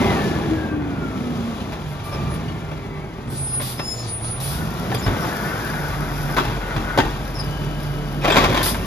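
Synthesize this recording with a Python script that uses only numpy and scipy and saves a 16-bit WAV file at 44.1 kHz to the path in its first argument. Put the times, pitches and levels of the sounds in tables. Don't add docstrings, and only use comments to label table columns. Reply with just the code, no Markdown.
import sys
import numpy as np
from scipy import signal
from scipy.fft import rfft, irfft, next_fast_len
from scipy.io import wavfile
from scipy.ndimage import uniform_filter1d

SR = 44100
rng = np.random.default_rng(int(sys.argv[2]) if len(sys.argv) > 2 else 0)


def digitize_waveform(pressure):
    field = np.atleast_2d(pressure).T
    bounded = np.clip(field, -1, 1)
    quanta = np.round(bounded * 32767).astype(np.int16)
    wavfile.write(sys.argv[1], SR, quanta)


N = 390718
TIME = np.arange(N) / SR
SIZE = next_fast_len(N + SR, True)
CUTOFF_HZ = 15700
IDLE_HZ = 14.4

# time in seconds, relative level in dB.
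TUMBLE_LEVEL = [(8.219, -40), (8.25, -20.5), (8.33, -19.5), (8.355, -20.5), (8.4, -20.5), (8.48, -27),
                (8.6, -26.5), (8.66, -43), (8.86, -46)]
# frequency in Hz, relative level in dB.
CRASH_SPECTRUM = [(120, -8.5), (250, 0.5), (600, 2.5), (1050, -0.5), (1300, -6), (1800, -5.5),
                  (3600, -11.5), (6400, -22), (8400, -27.5), (10300, -27.5), (13800, -22.5), (15500, -88)]
# mode in Hz, relative level in dB, 60 dB decay in seconds.
STEEL_MODES = [(370, 9.5, 0.54), (475, -6, 0.6), (577, -12, 0.31), (804, 10, 0.15), (1040, 9, 0.088),
               (1159, 14.5, 0.1), (1542, 5, 0.11), (1816, 9, 0.092), (2305, -4, 0.18), (2690, 9, 0.14),
               (3144, 1.5, 0.089), (4000, -1, 0.14)]
# mode in Hz, relative level in dB, 60 dB decay in seconds.
HOLLOW_MODES = [(51, -6.5, 0.2), (86.7, -9, 0.23), (117, -2.5, 0.068), (222.6, -8, 0.63),
                (258.3, -12.5, 0.24), (310.4, -10.5, 0.49), (360, -18, 0.052)]


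def from_db(db):
    return 10 ** (np.asarray(db) / 20)


def rms_one(x):
    return x / np.sqrt(np.mean(x ** 2) + 1e-20)


def in_time(rows):
    s, *columns = np.transpose(rows)
    return [np.interp(TIME, s, c) for c in columns]


def during(rows, fade=0.04):
    return np.clip(1 + np.minimum(TIME - rows[0][0], rows[-1][0] - TIME) / fade, 0, 1)


def opened(start, end, ramp):
    return np.clip(.5 + np.minimum(TIME - start, end - TIME) / ramp, 0, 1)


def spells(rows, ramp):
    return np.sqrt(sum(from_db(db) ** 2 * opened(start, end, ramp) for start, end, db in rows))


def add(track, s, sound):
    at = int(np.clip(s * SR, 0, N))
    track[at:at + len(sound)] += sound[:N - at]


def per_bin(points):
    hz, value = np.transpose(points)
    return np.interp(np.log(np.fft.rfftfreq(SIZE, 1 / SR) + 1e-9), np.log(hz), value)


def coloured(x, spectrum):
    cepstrum = irfft(np.log(rms_one(from_db(per_bin(spectrum)))), SIZE)
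    response = np.exp(rfft(2 * cepstrum[:SIZE // 2], SIZE) - cepstrum[0])
    return irfft(rfft(x, SIZE) * response, SIZE)[:N]


def noise():
    return rng.standard_normal(N)


def drift(rate, size=N):
    knots = rng.standard_normal(4096)
    return np.interp(TIME[:size] * rate * 2, np.arange(len(knots)), knots)


def turning(hz):
    return 2 * np.pi * np.cumsum(hz * np.ones(N)) / SR


def singing(phase, blur, flutter_db):
    return from_db(flutter_db * drift(22)) * np.sin(phase + blur * drift(45))


def ring(force, modes):
    out, total = 0, 0
    for k, (hz, db, t60) in enumerate(modes):
        radius, w = from_db(-60 / (t60 * SR)), 2 * np.pi * hz / SR
        sign = (-1) ** k
        gain = from_db(db) * np.sin(w) * np.sqrt(2 * (1 - radius * radius)) * sign
        out = out + signal.lfilter([0, gain], [1, -2 * radius * np.cos(w), radius * radius], force)
        total += from_db(db) ** 2
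    return out / np.sqrt(total)


def struck(force, modes):
    scatter_db = 3.5
    return ring(force, [(hz, db + scatter_db * rng.standard_normal(), t60) for hz, db, t60 in modes])


def contacts(per_s, spread_db):
    sizes = from_db(spread_db * np.minimum(rng.exponential(1, N), 3)) * rng.choice([-1, 1], N)
    return rms_one(sizes * (rng.random(N) < per_s / SR))


def diesel(crank, revs):
    # time in seconds, effort in dB above coasting.
    effort = [(0, 17.5), (.3, 11), (.8, 4.5), (1.6, 5), (1.95, 1), (2.25, 5), (3.1, -0.5), (4.2, 1),
              (4.55, 5), (4.95, 7), (5.22, 11), (5.6, 7.5), (6.95, 6), (7.2, 4.5), (8.2, 3), (8.86, 6.5)]
    # dB when coasting at idle, dB per dB of effort, dB per octave of speed.
    rumble_law = (-35, 0.3, 2.7)
    body_law = (-36.5, 0.51, 7)
    clatter_law = (-40.5, 1.0, 0.42)
    hiss_law = (-48, 0.85, 0.056)
    panel_law = (-55, 0.55, .3)
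    # centre in seconds, half width in seconds, loss in dB.
    shadows = [(.83, 0.26, 6.5), (2.92, 0.42, 4)]
    # frequency in Hz, relative level in dB.
    rumble_spectrum = [(30, -58.5), (55, 12), (80, 10), (120, 12), (170, 8), (300, -45.5)]
    body_spectrum = [(90, -13.5), (150, 0), (210, 1.5), (300, -3), (410, -4.5), (600, -24.5), (1200, -56.5)]
    clatter_spectrum = [(250, -20.5), (450, 1.5), (700, 3.5), (1050, -0.5), (1600, -8.5), (2400, -11.5),
                        (3500, -21.5), (6000, -69)]
    hiss_spectrum = [(1500, -4.5), (3000, 4), (5000, -2.5), (7000, -6.5), (8400, -13.5), (9800, -7.5),
                     (14000, -9.5), (15500, -47)]
    firing_db, firing_db_per_octave = -40.5, 5
    laden_from_s, laden_db = 5.78, 11.5
    surge_db_s_per_hz = 0.36
    repeated_db = -4.5
    panel_swing_db = 6

    effort_db, octaves = in_time(effort)[0], np.log2(revs / IDLE_HZ)
    laws = (rumble_law, body_law, clatter_law, hiss_law, panel_law)
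    levels = [db + share * effort_db + slope * octaves for db, share, slope in laws]
    rumble_db, body_db, clatter_db, hiss_db, panel_db = levels
    speeding_up = uniform_filter1d(np.gradient(revs) * SR, SR // 8)
    surge_db = surge_db_s_per_hz * np.maximum(speeding_up, 0)
    shadow_db = sum(db * np.exp(-((TIME - s) / width) ** 2) for s, width, db in shadows)

    firing = 3 * crank
    cylinder = (firing / (2 * np.pi)).astype(int) % 6
    cylinder_db = np.array([-3.0, -0.5, 7.0, -26.0, 7.0, -22.0])[cylinder]
    beat = rms_one(np.exp(-1.6 * np.cos(firing)) * from_db(cylinder_db))

    note_db = firing_db + firing_db_per_octave * octaves + surge_db
    note_db = note_db + laden_db * opened(laden_from_s, np.inf, 0.5)
    note = from_db(note_db + 1.2 * drift(21.0)) * np.sin(firing + 0.49 * drift(13.0))

    puffs = coloured(noise() * rms_one(1 + 0.063 * beat), rumble_spectrum)
    rumble = from_db(rumble_db + surge_db + 1.7 * drift(6.4)) * puffs
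    throb = coloured(noise() * rms_one(1 + 0.17 * beat), body_spectrum)
    body = from_db(body_db + 2.0 * drift(5.4)) * throb

    knock = rng.standard_normal(1024)
    knock_phase = np.linspace(0, 2 * np.pi, len(knock), endpoint=False)
    repeated = rms_one(np.interp(firing, knock_phase, knock, period=2 * np.pi))
    rattle = rms_one(noise() + from_db(repeated_db) * repeated)
    rattle = coloured(rattle * rms_one(1 + 0.07 * beat), clatter_spectrum)
    clatter = from_db(clatter_db + 0.5 * drift(12.0)) * rattle

    breath = coloured(noise() * rms_one(1 + 0.12 * beat), hiss_spectrum)
    hiss = from_db(hiss_db - shadow_db + 0.96 * drift(11.0)) * breath
    panels = from_db(panel_db + panel_swing_db * drift(8.1)) * ring(noise(), STEEL_MODES)
    return note + rumble + body + clatter + hiss + panels


def whines(crank, revs):
    # time in seconds, level in dB before a lift of 1.5 dB.
    drone_level = [(0, -27.5), (.28, -39), (.53, -22), (.68, -34), (.8, -22.5), (1, -38), (1.2, -29),
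                   (1.45, -26), (1.65, -41)]
    # time in seconds, pitch in Hz, level in dB.
    gear_curve = [(2.3, 420, -48), (2.55, 412, -41), (2.9, 396, -39), (3.2, 377, -43.5), (3.55, 339.8, -57)]
    # multiple of its whine, relative level in dB.
    gear_strands = [(5.149, -12.5), (5.7, -13)]
    # start and end in seconds, relative level in dB.
    timing_swells = [(0, .16, 4), (.2, .38, 3.5), (.38, .56, -4), (.56, .74, 1.5), (.74, .87, -8),
                     (.87, 1.13, 2.5), (1.13, 1.4, 1)]
    timing_order, timing_db, timing_db_per_octave = 62.6, -54, 16.5
    upper_db, upper_fades_s = -51.5, 1.3

    drone_tone = np.sin(12 * crank + .55 * drift(30)) + from_db(-16) * np.sin(24 * crank)
    drone = from_db(in_time(drone_level)[0] + 1.5 + 2 * drift(14)) * during(drone_level) * drone_tone

    mesh = timing_order * crank
    mesh_db = timing_db + timing_db_per_octave * np.log2(revs / IDLE_HZ)
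    mesh_tone = np.sin(mesh + 0.5 * drift(70) + 0.38 * np.sin(3 * crank))
    timing = spells(timing_swells, 0.028) * from_db(mesh_db + 4.5 * drift(25.4)) * mesh_tone
    upper = from_db(upper_db) * singing(1.63 * mesh, .9, 4) * opened(-np.inf, upper_fades_s, 0.52)

    gear_hz, gear_db = in_time(gear_curve)
    shaft = turning(gear_hz)
    strands = sum(from_db(db) * singing(k * shaft, 1.9, 4) for k, db in gear_strands)
    gearbox = from_db(gear_db + 2 * drift(27)) * during(gear_curve) * (np.sin(shaft) + strands)
    return drone + timing + upper + gearbox


def squeal(length, pitch_hz, db, waver=0.0016):
    sag, lock_s, rough = .05, .06, .05
    octave_db = -10.5
    along = np.clip(TIME[:SR] / length, 0, 1)
    loose = np.exp(-(length / lock_s) ** 2 / 2)
    glide = 1 + sag * loose ** 2 * (.5 - along)
    flutter = 1 + (waver + rough * loose ** 2) * drift(400, size=SR)
    phase = 2 * np.pi * np.cumsum(pitch_hz * glide * flutter) / SR
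    swell = np.abs(np.sin(np.pi * along)) ** .7 * from_db(2.2 * drift(35, size=SR))
    return from_db(db + 8.5) * swell * (np.sin(phase) + from_db(octave_db) * np.sin(2 * phase))


def brakes():
    # start and length in seconds, pitch in Hz, dB before squeal()'s lift.
    squeal_rows = [(2.11, .055, 5330, -49), (2.29, .08, 9950, -51), (3.27, .28, 8464, -43),
                   (3.35, .31, 9592, -35), (3.52, .11, 9600, -34), (3.39, .16, 9310, -44),
                   (3.78, .25, 9350, -53), (3.45, .13, 5140, -53), (3.48, .3, 8830, -47),
                   (3.77, .13, 5220, -41), (3.85, .11, 5180, -35), (3.965, .085, 5165, -41),
                   (3.82, .23, 7005, -46), (4.07, .125, 9665, -35), (4.2, .2, 9695, -37),
                   (4.41, .09, 9700, -39), (4.03, .37, 9400, -47), (4.98, .03, 7025, -46),
                   (5.02, .05, 5220, -41), (5.21, .04, 5400, -45), (7.345, .04, 5300, -42),
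                   (7.385, .035, 5060, -36), (7.43, .03, 5050, -47)]
    # start, hold and fade in seconds, level in dB.
    vents = [(1.877, .05, .04, -49), (2.04, 0.02, 0.066, -43), (2.339, .015, 0.014, -42),
             (3.3, 0.042, 0.13, -42), (3.613, 0.098, 0.052, -31.5), (4.4, 0.13, 0.078, -32),
             (4.944, 0.0053, 0.0076, -29), (8.628, 0.067, 0.031, -21.5)]
    # start and end in seconds, level in dB.
    rubs = [(3.33, 3.58, -48), (3.97, 4.12, -45.5), (4.04, 4.1, -42), (4.24, 4.32, -44)]
    # frequency in Hz, relative level in dB.
    air_spectrum = [(1500, -3), (3500, 4), (5000, 4.5), (7000, -4), (8300, 2.5), (10000, 8), (12500, 7.5),
                    (14200, 4), (15500, -36)]
    rub_spectrum = [(2000, -8), (3500, -3), (4400, 1.5), (6500, -4), (8000, -8), (14000, -22)]

    tones, flow, age = np.zeros(N), np.zeros(N), TIME[:SR]
    add(tones, 1.98, squeal(0.45, 1185, -43.5, waver=0.026))
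    for s, length, hz, db in squeal_rows:
        add(tones, s, squeal(length, hz, db))
    for s, hold, fade, db in vents:
        rise = np.minimum(age / 0.00093, 1)
        add(flow, s, from_db(db) * rise * np.exp(-np.maximum(age - hold, 0) / fade))
    rubbing = spells(rubs, 0.041) * from_db(2 * drift(40)) * coloured(noise(), rub_spectrum)
    return tones + rubbing + flow * coloured(noise(), air_spectrum)


def whistle(start, end, from_hz, to_hz, db):
    waver, wander, flutter_db = .04, .011, 4
    glide_hz = np.interp(TIME, [start, end], [from_hz, to_hz])
    hz = glide_hz * (1 + waver * drift(90) + wander * drift(8))
    level = from_db(db - 1 + flutter_db * drift(30)) * opened(start, end, 0.075)
    return level * np.sin(turning(hz))


def hydraulics(crank):
    # multiple of the tooth note, relative level in dB.
    pump_partials = [(1, -2), (2, -17.5), (3, -18), (3.68, -30), (4.2, -22.5), (4.98, -33), (7.04, -39),
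                     (8.95, -23.5), (11.04, -23.5), (20.43, -23), (31.8, -33), (34.35, -46)]
    # start and end in seconds, level in dB.
    pump_swells = [(1.75, 1.97, -29.5), (2.28, 2.8, -31), (3.26, 3.73, -31), (3.98, 4.11, -28),
                   (4.2, 4.57, -26), (4.6, 5.05, -29.5), (5.68, 6.35, -25.5), (7.42, 8.52, -23.5)]
    # start and end in seconds, oil level in dB, chain level in dB.
    strokes = [(4.516, 5.18, -46, -41.5), (5.139, 5.454, -35, -37), (5.45, 6.466, -37, -38.5),
               (6.45, 6.76, -39, -47), (6.76, 7.023, -34.5, -47.5), (7.021, 8.249, -47, -46.5),
               (8.548, 9.003, -53, -38)]
    # start and end in seconds, first and last pitch in Hz,
    # level in dB before whistle() takes off 1 dB.
    whistle_rows = [(4.502, 4.98, 1441, 1368, -38), (5.15, 5.509, 1480, 1790, -35.5),
                    (5.299, 5.599, 1403, 1550, -35), (5.581, 5.864, 1685, 1666, -36.5),
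                    (5.6, 6.105, 1499, 1498, -37.5), (6.171, 6.426, 1496, 1512, -35),
                    (6.62, 6.997, 1467, 1510, -37.5), (7.094, 7.447, 1605, 1590, -48.5)]
    # frequency in Hz, relative level in dB.
    oil_spectrum = [(300, -3), (700, 6.5), (1000, 4), (1250, 6.5), (1520, 2.5), (2100, -2), (2700, -22),
                    (6000, -28)]
    chain_spectrum = [(2500, -51), (5000, 9.5), (8000, -8.5), (10500, 7.5), (13000, 9.5), (14500, 1),
                      (15500, -30)]
    pump_from_s, pump_rest_db, pump_ramp_s, valve_ramp_s = 1.8, -33, 0.058, 0.18
    engaged_s, released_s, high_order = 7.05, 8.3, 15

    teeth, engaged = 10 * crank, opened(engaged_s, released_s, pump_ramp_s)
    hum = 0
    for k, db in pump_partials:
        phase = k * teeth + (.3 + .07 * k) * drift(18 + 2 * k)
        gate = engaged if k > high_order else 1
        hum = hum + from_db(db + 1.9 * drift(6.4)) * np.sin(phase) * gate
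    at_rest = from_db(pump_rest_db) * opened(pump_from_s, np.inf, pump_ramp_s)
    pressure = np.hypot(spells(pump_swells, pump_ramp_s), at_rest)

    surge = from_db(1.3 * drift(7) + 2.3 * drift(34))
    flow = surge * spells([(start, end, oil_db) for start, end, oil_db, _ in strokes], valve_ramp_s)
    travel = spells([(start, end, chain_db) for start, end, _, chain_db in strokes], valve_ramp_s)
    rush = coloured(noise() * (1 + 0.77 * np.sin(teeth)), oil_spectrum)
    # Hz, relative dB, 60 dB decay in seconds
    valve_modes = [(1478, 3.0, 0.098), (1680, -11.0, 0.2), (1900, -6.0, 0.05),
                   (2120, -7, 0.093), (2370, -12, 0.077)]
    sing = from_db(-4 + 1.4 * drift(2.7)) * ring(noise(), valve_modes)
    whistling = sum(whistle(*row) for row in whistle_rows)

    links = 0.58 * noise() + 0.39 * contacts(per_s=140, spread_db=7.0)
    chain = travel * from_db(1.8 * drift(7.4)) * coloured(links, chain_spectrum)
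    return pressure * hum + flow * (rush + sing) + whistling + chain


def arm_and_bin():
    # start in seconds, crash and thud in relative dB,
    # chatter decay in seconds, note of the struck part in Hz, note in relative dB.
    knocks = [(.055, -32, -39, 0.091, 800, -23.5), (1.601, -41, -45, 0.007, 2660, -36),
              (1.72, -34, -38, .022, 2390, -48), (1.913, -30, -41, .003, 620, -25),
              (2.123, -36.5, -51, .077, 570, -33), (2.48, -39, -41, .012, 2900, -37),
              (2.713, -36, -48, 0.015, 590, -35), (3.597, -28, -28, .016, 596, -30),
              (3.791, -27.5, -29, .013, 594, -26), (4.914, -26, -33, 0.006, 780, -17),
              (4.944, -29, -15, 0.0096, 3200, -27.5), (5.062, -22.5, -13, 0.0094, 1930, -28),
              (5.074, -31, -18, 0.0096, 273, -19), (5.097, -40, -16, 0.015, 114.7, -20),
              (5.235, -40, -26, .019, 811, -24), (5.886, -38, -45, .005, 3500, -38),
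              (6.365, -19, -24, 0.019, 1030, -22), (6.378, -23, -30, 0.0095, 1162, -13),
              (6.398, -27, -21, 0.0067, 340, -13.5), (6.441, -38, -31, 0.099, 292, -26.5),
              (6.762, -20.5, -13, 0.0069, 790, -21), (6.974, -16.5, -24, .013, 601.4, -13),
              (6.986, -20.5, -15, 0.0088, 883, -9), (6.992, -39, -13, 0.0084, 366, -12),
              (7.002, -27, -29, 0.0053, 1835, -17), (7.046, -40, -18.5, 0.015, 307, -25),
              (8.218, -36, -45, 0.0078, 2434, -27), (8.247, -20.5, -34, 0.0084, 713, -17),
              (8.275, -18, -24, 0.01, 1120, -28), (8.299, -18, -23, 0.012, 2300, -18),
              (8.317, -23, -18, .011, 3300, -18), (8.366, -9, -17, 0.013, 1060, -28),
              (8.382, -23, -12.5, 0.0079, 382, -15), (8.403, -20, -21, 0.0056, 711, -16),
              (8.425, -27, -21, .008, 418, -17), (8.44, -21.5, -16.5, 0.012, 2240, -25),
              (8.496, -21, -10, .005, 472, -15), (8.525, -25, -21, 0.0066, 621, -20),
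              (8.543, -19.5, -25, 0.011, 1040, -23), (8.569, -18.5, -29, 0.012, 1800, -24),
              (8.604, -27, -21, 0.008, 1040, -20), (8.656, -37, -33, 0.01, 893, -20),
              (8.709, -38, -17.5, 0.0074, 700, -26), (8.744, -27, -27, 0.0094, 877, -24)]
    # multiple of its note, relative level in dB, 60 dB decay in seconds.
    part_modes = [(1, 0, .06), (1.14, -4, .045), (1.52, -10, .06), (2.25, -13, .06), (3.4, -19, .06)]
    rise_s, tail_db, tail_s = 0.0024, -19, 0.085
    steel_db, crash_lift_db = -5, 1.2

    crash, thud, rings, age = np.zeros(N), np.zeros(N), np.zeros(N), TIME[:SR // 2]
    chatter = 1.085 * contacts(per_s=1400, spread_db=4.0) + 0.55 * noise()
    for s, crash_db, thud_db, chatter_s, hz, ring_db in knocks:
        decay = np.exp(-age / chatter_s) + from_db(tail_db) * np.exp(-age / tail_s)
        blow = np.minimum(age / rise_s, 1) * decay
        force = blow * np.take(chatter, int(s * SR) + np.arange(len(age)), mode="wrap")
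        part = struck(force, [(min(hz * ratio, CUTOFF_HZ), db, t60) for ratio, db, t60 in part_modes])
        note = from_db(ring_db) * np.std(blow) * rms_one(part)
        steel = from_db(crash_db + steel_db) * struck(force, STEEL_MODES)
        add(crash, s, from_db(crash_db) * force)
        add(thud, s, from_db(thud_db) * blow * rng.standard_normal(len(age)))
        add(rings, s, note + steel)
    return from_db(crash_lift_db) * coloured(crash, CRASH_SPECTRUM) + rings + ring(thud, HOLLOW_MODES)


def tumbling(steel_db=-10, boom_db=-11):
    clumps = rms_one(from_db(4 * drift(30)) * (contacts(per_s=500, spread_db=4) + .4 * noise()))
    force = from_db(in_time(TUMBLE_LEVEL)[0]) * during(TUMBLE_LEVEL) * clumps
    steel = from_db(steel_db) * ring(force, STEEL_MODES)
    boom = from_db(boom_db) * ring(force, HOLLOW_MODES)
    return coloured(force, CRASH_SPECTRUM) + steel + boom


def rubbish(count=30, level_db=-1, t60=0.065):
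    out, age = np.zeros(N), TIME[:SR // 6]
    times, levels = np.transpose(TUMBLE_LEVEL)
    for when, pitch, size, overtone in rng.random((count, 4)):
        s = times[0] + when * (times[-1] - times[0])
        hz = 280 * 5 ** pitch
        tone = np.sin(2 * np.pi * hz * age) + 0.49 * np.sin(2 * np.pi * hz * (2.1 + overtone) * age)
        item_db = np.interp(s, times, levels) + level_db + 8.1 * size - 5 * pitch
        add(out, s, from_db(item_db) * tone * np.exp(-np.log(1000) * age / t60))
    return out


def street(x, t60=0.091):
    # frequency in Hz, likeness from 0 to 1 (held to 0.98 at most).
    likeness = [(60, 1), (250, 0.92), (500, 0.76), (900, 0.63), (1450, 0.13), (2000, 0.94), (3700, 0.48),
                (4700, 0.25), (5700, 0.029), (8000, 1), (14000, 0.75)]
    # frequency in Hz, left over right in dB.
    lean = [(60, 1), (400, 1), (850, 4.5), (1500, 3), (2600, -2), (3700, 7), (4700, 12.5), (5700, 3.5),
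            (7500, -1.5)]
    # frequency in Hz, left ahead of right in radians.
    lead = [(100, .15), (900, .35), (1600, .7), (2200, 1), (3100, 1.9), (3900, .7), (5000, .5),
            (6500, -1.3), (7500, -2.4), (8000, -3.1), (8700, -3.2), (9600, -4.4), (11200, -6.28),
            (13300, -6.3)]
    scatter = rfft(noise() * from_db(-60 * TIME / t60), SIZE)
    side = scatter / np.sqrt(np.mean(np.abs(scatter) ** 2))
    alike = np.clip(per_bin(likeness), 0, .98)
    side = side * np.sqrt((1 - alike) / (1 + alike))
    ports = from_db(per_bin(lean) / 2) * np.exp(.5j * per_bin(lead))
    tone_curve = [(300, 0.5), (1000, -1.38), (2200, 1.7), (5000, -1.5), (9000, 3.5), (12000, -5)]  # Hz, dB
    channels = np.array([(1 + side) * ports, (1 - side) / ports])
    return irfft(rfft(x, SIZE) * from_db(per_bin(tone_curve)) * channels, SIZE)[:, :N]


def scene():
    # time in seconds, turns per second in Hz.
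    rev_curve = [(0, 33.3), (.1, 32.5), (.2, 27.9), (.5, 27), (.74, 25), (1, 22.7), (1.2, 20.8),
                 (1.6, 18.2), (1.8, 15.5), (2.08, 13.7), (2.36, 16.5), (3.4, 13.6), (3.68, 12.9),
                 (4.02, 11.6), (4.17, 10.5), (4.42, 13.4), (4.68, 16.7), (4.9, 18), (5.15, 17.2),
                 (5.6, 15.4), (5.8, 14.7), (7.6, 14.63), (8.28, 14.56), (8.86, 17.2)]
    revs = in_time(rev_curve)[0]
    crank = turning(revs * (1 + 0.00308 * drift(14)))
    engine = diesel(crank, revs) + whines(crank, revs)
    machinery = brakes() + hydraulics(crank) + arm_and_bin()
    return street(engine + machinery + tumbling() + rubbish())


def record(dry):
    x = signal.sosfilt(signal.butter(2, 28, "high", fs=SR, output="sos"), dry)
    rounded = 1.3 * np.tanh(x / 1.3)
    return signal.sosfilt(signal.cheby2(16, 70, CUTOFF_HZ, fs=SR, output="sos"), rounded)


dry = scene()
out = record(dry)
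digitize_waveform(out)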